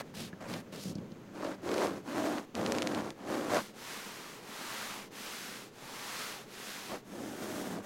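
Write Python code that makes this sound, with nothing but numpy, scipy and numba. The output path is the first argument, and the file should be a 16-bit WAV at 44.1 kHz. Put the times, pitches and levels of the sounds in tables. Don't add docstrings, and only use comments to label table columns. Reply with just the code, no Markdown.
import sys
import numpy as np
from scipy import signal
from scipy.fft import rfft, irfft
from scipy.io import wavfile
from scipy.ndimage import uniform_filter1d
from numba import njit

SR = 44100
rng = np.random.default_rng(int(sys.argv[2]) if len(sys.argv) > 2 else 0)


def file_out(sig):
    cols = np.atleast_2d(sig).T
    lim = np.clip(cols, -1, 1)
    pcm = np.round(lim * 32767).astype(np.int16)
    wavfile.write(sys.argv[1], SR, pcm)


N = 346185
T = np.arange(N) / SR


def undb(db):
    return 10 ** (np.asarray(db) / 20)


def unit(x):
    return x / np.sqrt(np.mean(x ** 2))


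def speeds(strokes):
    curves = []
    for start, rise, fall, fullness, *_ in strokes:
        ramp = np.interp(T, start + np.cumsum([0, rise, fall]), [0, 1, 0])
        curves.append(1 - (1 - ramp) ** fullness)
    return np.array(curves)


def gains(speed, levels_db, powers):
    curves = []
    for db, power in zip(levels_db, powers):
        layer_power = undb(db) ** 2 @ (speed + 1e-9) ** (2 * power)
        curves.append(np.sqrt(layer_power))
    return np.array(curves)


def per_stroke(speed, values):
    curves = np.reshape(values, (len(speed), -1)) * np.ones(N)
    return np.average(curves, axis=0, weights=speed + 1e-9)


def pitch(speed, hz, sag):
    slowness = 1 - speed.max(axis=0)
    return per_stroke(speed, hz) * (1 - sag * slowness)


def wobble(depth_db, rate):
    wander = np.interp(T * rate, np.arange(N), rng.standard_normal(N))
    return undb(depth_db * wander)


def steady(x, span_s):
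    size = int(span_s * SR)
    power = uniform_filter1d(uniform_filter1d(x ** 2, size), size)
    return x / np.sqrt(power + 1e-9)


def colour(x, points):
    hz, db = np.transpose(points)
    size = 4096
    bins = np.maximum(np.fft.rfftfreq(size, 1 / SR), 1)
    cepstrum = irfft(np.log(undb(np.interp(np.log(bins), np.log(hz), db))))
    cepstrum[1:size // 2] *= 2
    cepstrum[size // 2 + 1:] = 0
    response = irfft(np.exp(rfft(cepstrum)))
    return unit(signal.fftconvolve(x, response)[:len(x)])


def resonate(x, hz, width_hz):
    return signal.lfilter(*signal.iirpeak(hz, hz / width_hz, fs=SR), x)


@njit
def sweep(x, hz, width_hz):
    y, band, low = np.empty(len(x)), 0., 0.
    for i in range(len(x)):
        g, k = np.tan(np.pi * hz[i] / SR), width_hz / hz[i]
        v = (band + g * (x[i] - low)) / (1 + g * (g + k))
        band, low, y[i] = 2 * v - band, low + 2 * g * v, k * v
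    return y


def body(x, modes, top_hz):
    ring = sum(undb(db) * resonate(x, hz, width) for hz, width, db in modes)
    return unit(signal.sosfilt(signal.butter(2, [80, top_hz], "band", fs=SR, output="sos"), ring))


def crossings(rate, jitter):
    gaps = np.exp(jitter * rng.standard_normal(N // 10)) / rate
    at = (np.cumsum(gaps) * SR).astype(int)
    return at[at < N]


def plucks(rate, jitter, scatter_db):
    strength = undb(scatter_db * np.clip(rng.standard_normal(N), -2, 2))
    at = crossings(rate, jitter)
    return np.bincount(at, strength[at], N)


def fibres(slips, decay_s, share):
    flurry = signal.lfilter([1], [1, -np.exp(-1 / (decay_s * SR))], slips ** 2)
    return rng.standard_normal(N) * np.sqrt(1 - share + share * flurry / flurry.mean())


def place(sound, start_s):
    return np.pad(sound, (int(start_s * SR), N))[:N]


# (f/Hz, relative level/dB)
ROOM_TONE_COLOUR = [(20, -5), (35, -6), (52, -34), (120, 0.5), (220, 1), (420, 2.5), (700, -9.5),
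                    (1500, -15.5), (3000, -19), (5700, -26), (6350, -23), (8500, -33), (16000, -33)]


def room_tone():
    return undb(-55) * colour(rng.standard_normal(N), ROOM_TONE_COLOUR)


# (start t/s, speeding up t/s,
# slowing down t/s, fullness: 1 = straight ramps, more = flatter top, less = sharper peak,
# flutter level/dB, rasp level/dB, fibre hiss level/dB, swish f/Hz at full speed)
COVER_STROKES = [(-0.02, 0.02, 0.021, 1.7, -54, -41, -47.5, 2000),
                 (0.045, 0.032, .045, 1.3, -64, -75, -69, 3000),
                 (0.133, 0.075, .1, 1.7, -44, -56.5, -48, 3440),
                 (0.398, .03, 0.099, 1.6, -53, -48, -63, 1500),
                 (0.462, 0.067, 0.096, 2.1, -41.5, -46.5, -52, 3000),
                 (0.717, 0.02, 0.096, 1.9, -47, -52, -53.5, 2800),
                 (0.76, .07, 0.096, 1.6, -57, -64, -50, 5300),
                 (0.845, 0.053, .043, 2.3, -39, -75, -56.5, 6300),
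                 (0.95, 0.014, .17, 0.67, -39.5, -76, -75, 3000)]
# (from t/s, until t/s, flutter level/dB, rasp level/dB, fibre hiss level/dB)
COVER_SWAY = (0, 2.4, -53, -63, -86)
COVER_SPEED_POWERS = (0.99, 0.95, 0.89)
# (f/Hz, width f/Hz, relative level/dB)
SLACK_MODES = [(108, 19, 0), (184, 40, 12.5), (223, 70, -5), (313, 93, -22), (570, 70, -38)]
# (f/Hz, relative level/dB)
COVER_RUB_COLOUR = [(200, -27), (430, 5), (580, 9.5), (800, 2.5), (1200, 1.5), (1700, -2), (2600, -8.5),
                    (3600, -21), (7000, -17.5), (16000, -45)]
# (f/Hz, relative level/dB)
COVER_HISS_COLOUR = [(500, -12), (1500, -4), (2700, -2), (4600, 1), (6800, -5.5), (8300, -7), (11000, -7.5),
                     (16000, -15)]


def cover():
    *_, flutter_db, rasp_db, hiss_db, swish_hz = np.transpose(COVER_STROKES)
    speed = speeds(COVER_STROKES)
    from_s, until_s, *sway_db = COVER_SWAY
    swaying = uniform_filter1d(1. 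* ((T >= from_s) & (T < until_s)), size=4000)
    touches = gains(speed, (flutter_db, rasp_db, hiss_db), COVER_SPEED_POWERS)
    flutter, rasp, hiss = np.hypot(touches, np.outer(undb(sway_db), swaying))
    slips = plucks(rate=380, jitter=0.65, scatter_db=4)

    low = body(fibres(slips, decay_s=0.0042, share=0.36), SLACK_MODES, top_hz=555)
    low = steady(low, span_s=0.015)
    mid = colour(fibres(slips, decay_s=.001, share=0.54), COVER_RUB_COLOUR)
    high = colour(fibres(slips, decay_s=0.0015, share=0.63), COVER_HISS_COLOUR)
    swish = unit(sweep(rng.standard_normal(N), pitch(speed, swish_hz, sag=0.4), 2500.0))
    high = unit(high + undb(-1) * swish)
    return undb(0.5) * flutter * low + undb(1.5) * rasp * mid + undb(2) * hiss * high


# (t/s, tick level/dB, tick f/Hz, tick width f/Hz, thump level/dB)
FLICK_EVENTS = [(0.021, -45, 1760, 140, -46), (0.14, -42, 1000, 500, -54), (.329, -40.5, 1710, 130, -36.5),
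                (.538, -30.5, 2660, 2500, -51), (0.724, -54, 2000, 2000, -43),
                (0.853, -59, 2500, 1500, -32), (0.953, -39, 5040, 2000, -30.5),
                (0.983, -47, 3000, 2500, -36), (1.119, -47, 3500, 2500, -37.5)]


def flicks():
    t, out = T[:8192], np.zeros(N)
    flap = body(1. * (t == 0), SLACK_MODES, top_hz=400)
    flap = flap / np.abs(flap).max()
    grits = rng.standard_normal((len(FLICK_EVENTS), len(t)))
    for (start, tick_db, hz, width, thump_db), grit in zip(FLICK_EVENTS, grits):
        scrape = grit * np.exp(-t / 0.0039)
        tick = resonate(resonate(scrape, hz, width), hz, hz)
        out += place(undb(tick_db) * tick / np.abs(tick).max(), start)
        out += place(undb(thump_db) * flap, start + 0.00253)
    return out


# (start t/s, speeding up t/s, slowing down t/s, fullness as for the cover,
# thrum level/dB, rasp level/dB, fibre hiss level/dB, padding within the thrum level/dB,
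# thrum f/Hz at the peak of speed, thrum glide octaves per s (minus sinks), rasp f/Hz at full speed)
NAIL_STROKES = [(1.318, 0.18, 0.066, 2.5, -43, -43.5, -61, -3.5, 310, -0.3, 600),
                (1.385, 0.072, .05, 1.1, -46, -40, -73, -18, 305, -0.17, 600),
                (1.616, 0.11, .295, 2.3, -35.5, -40.5, -55.5, -3, 354, -0.042, 515),
                (1.715, 0.096, 0.096, 1.9, -48, -34.5, -52.5, -11, 380, 0.35, 525),
                (2.031, .24, 0.19, 1.35, -36, -37, -52.5, -9, 300, -.2, 647),
                (2.54, 0.097, .505, 3.9, -36.5, -38.5, -56, 1.5, 269, 0.83, 524),
                (3.14, 0.2, .08, 0.8, -42.5, -42, -61.5, 0, 285, -0.19, 565),
                (3.255, .09, 0.3, 1.6, -37.5, -39.5, -53.5, -1.5, 327, -0.58, 570),
                (3.475, 0.087, 0.053, 1.1, -36, -28, -45, -4, 257, 0, 620),
                (6.88, 0.051, 0.059, 1.24, -44.5, -42, -64, -2, 347, 0, 625),
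                (7.04, 0.19, 0.17, 1.6, -43, -49, -57, 3, 275, -0.57, 520),
                (7.23, .36, .235, 1.84, -41.5, -45.5, -51.5, 1.5, 270, -2.2, 620),
                (7.64, 0.14, 0.054, 1, -40, -45.5, -71, 1, 193, 0, 714),
                (7.816, 0.042, .1, 1, -50, -46.5, -56, 5, 250, 0.016, 600)]
NAIL_SPEED_POWERS = (0.83, 1.035, 0.77)
# (f/Hz, width f/Hz, relative level/dB)
PADDING_MODES = [(120, 70, -16.5), (217.6, 43, 1.5), (324, 125, -2.5)]
# (f/Hz, relative level/dB)
RASP_COLOUR = [(150, -29), (380, -5), (520, 4), (720, 4.5), (870, 1), (1080, 0.5), (1500, -4), (2100, -10),
               (2700, -13), (3300, -17.5), (4300, -16), (6500, -25.5), (9000, -39), (16000, -57)]
# (f/Hz, relative level/dB)
NAIL_HISS_COLOUR = [(500, -16), (1500, 4), (2600, -4), (3200, -1.5), (4300, -5.5), (6300, -3.5),
                    (8500, -7.5), (12000, -11.5), (16000, -21)]
# (f/Hz, relative level/dB)
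CRACKLE_COLOUR = [(500, -20), (1500, -3), (3000, -11), (6500, -6), (9000, -17.5), (16000, -24)]


def nails():
    (start, rise, _, _, thrum_db, rasp_db, hiss_db, padding_db,
     thrum_peak_hz, glide, rasp_peak_hz) = np.transpose(NAIL_STROKES)
    speed = speeds(NAIL_STROKES)
    layers = gains(speed, (thrum_db, rasp_db, hiss_db), NAIL_SPEED_POWERS)
    thrum, rasp, hiss = layers * wobble(depth_db=1.23, rate=39)

    gliding_hz = []
    for hz, slope, peak_s in zip(thrum_peak_hz, glide, start + rise):
        from_peak_s = np.clip(T - peak_s, -.5, .5)
        gliding_hz.append(hz * 2 ** (slope * from_peak_s))
    thrum_hz = pitch(speed, gliding_hz, sag=0.091)
    rasp_hz = pitch(speed, rasp_peak_hz, sag=0.044)

    slips = plucks(rate=280, jitter=.6, scatter_db=3.5) + plucks(rate=210, jitter=.7, scatter_db=1.5)
    kicks = unit(slips.mean() - slips)
    cloth = unit(sweep(sweep(kicks, thrum_hz, 89.0), thrum_hz, 193.0))
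    padding = body(fibres(slips, decay_s=0.0029, share=1.0), PADDING_MODES, top_hz=600)
    low = steady(cloth + undb(per_stroke(speed, padding_db)) * padding, span_s=0.019)

    twangs = unit(slips * rng.choice([-1, 1], N))
    weave = unit(sweep(sweep(twangs, rasp_hz, 73.0), rasp_hz, 370.0))
    ringing = speed.max(axis=0) ** 2.2
    rub = colour(fibres(slips, decay_s=0.00071, share=0.7), RASP_COLOUR)
    mid = steady(rub + ringing * weave, span_s=0.015)
    crackle = colour(plucks(rate=170, jitter=.8, scatter_db=6.5), CRACKLE_COLOUR)

    lightness = hiss / (hiss + rasp + 1e-9)
    high = colour(fibres(slips, decay_s=0.0011, share=0.14), NAIL_HISS_COLOUR)
    treble = signal.butter(2, 7500, "high", fs=SR, output="sos")
    sheen = unit(signal.sosfilt(treble, rng.standard_normal(N)))

    thrumming = undb(0.5) * thrum * low
    rasping = rasp * (undb(0.5) * mid + undb(-22) * crackle)
    hissing = hiss * (undb(4.5) * high + undb(5.0) * lightness * sheen)
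    return thrumming + rasping + hissing


# (t/s, level/dB, brightness f/Hz: upper edge of the snap)
SNAG_EVENTS = [(1.634, -46, 3020), (1.691, -27, 3000), (1.716, -24, 4000), (1.742, -22, 6000),
               (1.7810, -21, 5000), (1.827, -30, 2500), (1.8707, -23, 7000), (2.383, -25.5, 2000),
               (2.5527, -20.5, 6825), (2.6130, -27, 5000), (2.663, -16.5, 4500), (2.7218, -13.5, 7000),
               (2.75, -22.5, 6000), (2.7851, -17.5, 4970), (2.8216, -14.5, 5760), (2.8286, -21.5, 2960),
               (2.873, -14.5, 6370), (2.9482, -21.5, 6000), (3.008, -29.5, 2500), (3.105, -25.5, 6160)]


def snags():
    t, out = T[:2048], np.zeros(N)
    soften = signal.butter(2, 7000, fs=SR, output="sos")
    shivers = rng.standard_normal((len(SNAG_EVENTS), len(t)))
    for (start, db, hz), shiver in zip(SNAG_EVENTS, shivers):
        release = (t == 0) + undb(-21.0) * shiver * np.exp(-t / 0.0012)
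        snap = signal.sosfilt(signal.butter(1, [900, hz], "band", fs=SR, output="sos"), release)
        snap = signal.sosfilt(soften, snap)
        out += place(undb(db) * snap / np.abs(snap).max(), start)
    return out


# (start t/s, speeding up t/s,
# slowing down t/s, fullness as for the cover, rub level/dB, swish level/dB, fibre hiss level/dB,
# swish f/Hz at full speed)
PALM_STROKES = [(3.58, 0.026, 0.13, 0.91, -62, -65, -49, 1000),
                (3.725, 0.18, 0.39, 1.1, -52.5, -55, -47, 1304),
                (3.93, 0.35, 0.17, 1.9, -58, -57, -53, 1100),
                (4.385, .425, .285, 1.75, -49.5, -50, -45.5, 1230),
                (5.103, .2, .41, 2.54, -53.5, -57, -47, 1450),
                (5.703, .522, .25, 1.08, -50.5, -49.3, -44, 1270),
                (6.45, 0.26, 0.28, 1.37, -53.5, -56, -47, 1460),
                (6.78, 0.13, 0.11, 1.14, -59, -68, -50.5, 700)]
PALM_SPEED_POWERS = (0.91, 0.68, 0.95)
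# (f/Hz, relative level/dB)
PALM_THRUM_COLOUR = [(50, -18), (90, -34), (130, -2.5), (165, -11.5), (205, 7), (270, -2), (480, -1.5),
                     (620, -7), (1200, -16.5), (4000, -61)]
# (f/Hz, relative level/dB)
PALM_RUB_COLOUR = [(200, -17), (450, -3.5), (750, 2.5), (1150, 1), (1600, -2), (2100, -0.5), (3200, -15.5),
                   (6000, -30), (16000, -34)]
# (f/Hz, relative level/dB)
PALM_HISS_COLOUR = [(500, -16.5), (1500, 1.5), (2600, 0.5), (4300, -0.5), (6300, -3), (8500, -7),
                    (12000, -9.5), (16000, -14.5)]


def palm():
    *_, rub_db, swish_db, hiss_db, swish_hz = np.transpose(PALM_STROKES)
    speed = speeds(PALM_STROKES)
    rub, sweeping, hiss = gains(speed, (rub_db, swish_db, hiss_db), PALM_SPEED_POWERS)
    slips = plucks(rate=970, jitter=.7, scatter_db=5.5)
    thrum = undb(-53.5) * (rub / rub.max()) ** 0.27
    low = colour(fibres(slips, decay_s=0.00087, share=1.0), PALM_THRUM_COLOUR)
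    stirred = fibres(slips, decay_s=0.0011, share=0.25)
    swish = unit(sweep(stirred, pitch(speed, swish_hz, sag=0.5), 490.0))
    mid = colour(fibres(slips, decay_s=0.00092, share=0.22), PALM_RUB_COLOUR)
    high = colour(fibres(slips, decay_s=0.00058, share=0.08), PALM_HISS_COLOUR)
    return thrum * low + undb(1.5) * (rub * mid + sweeping * swish) + undb(2.0) * hiss * high


def room(x, t60_s, wet_db):
    t = T[:SR // 2]
    tail = rng.standard_normal(len(t)) * undb(-60 * t / t60_s) * (t > .003)
    tail = tail / np.linalg.norm(tail)
    tail = signal.sosfilt(signal.butter(1, 6000, fs=SR, output="sos"), tail)
    return x + undb(wet_db) * signal.fftconvolve(x, tail)[:N]


def scene():
    touches = cover() + flicks() + nails() + snags() + palm()
    mono = room(touches, t60_s=0.28, wet_db=-19) + room_tone()
    return np.array([mono, mono])


def record(dry):
    return signal.sosfilt(signal.ellip(10, .1, 80, 15850, fs=SR, output="sos"), dry)


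dry = scene()
out = record(dry)
file_out(out)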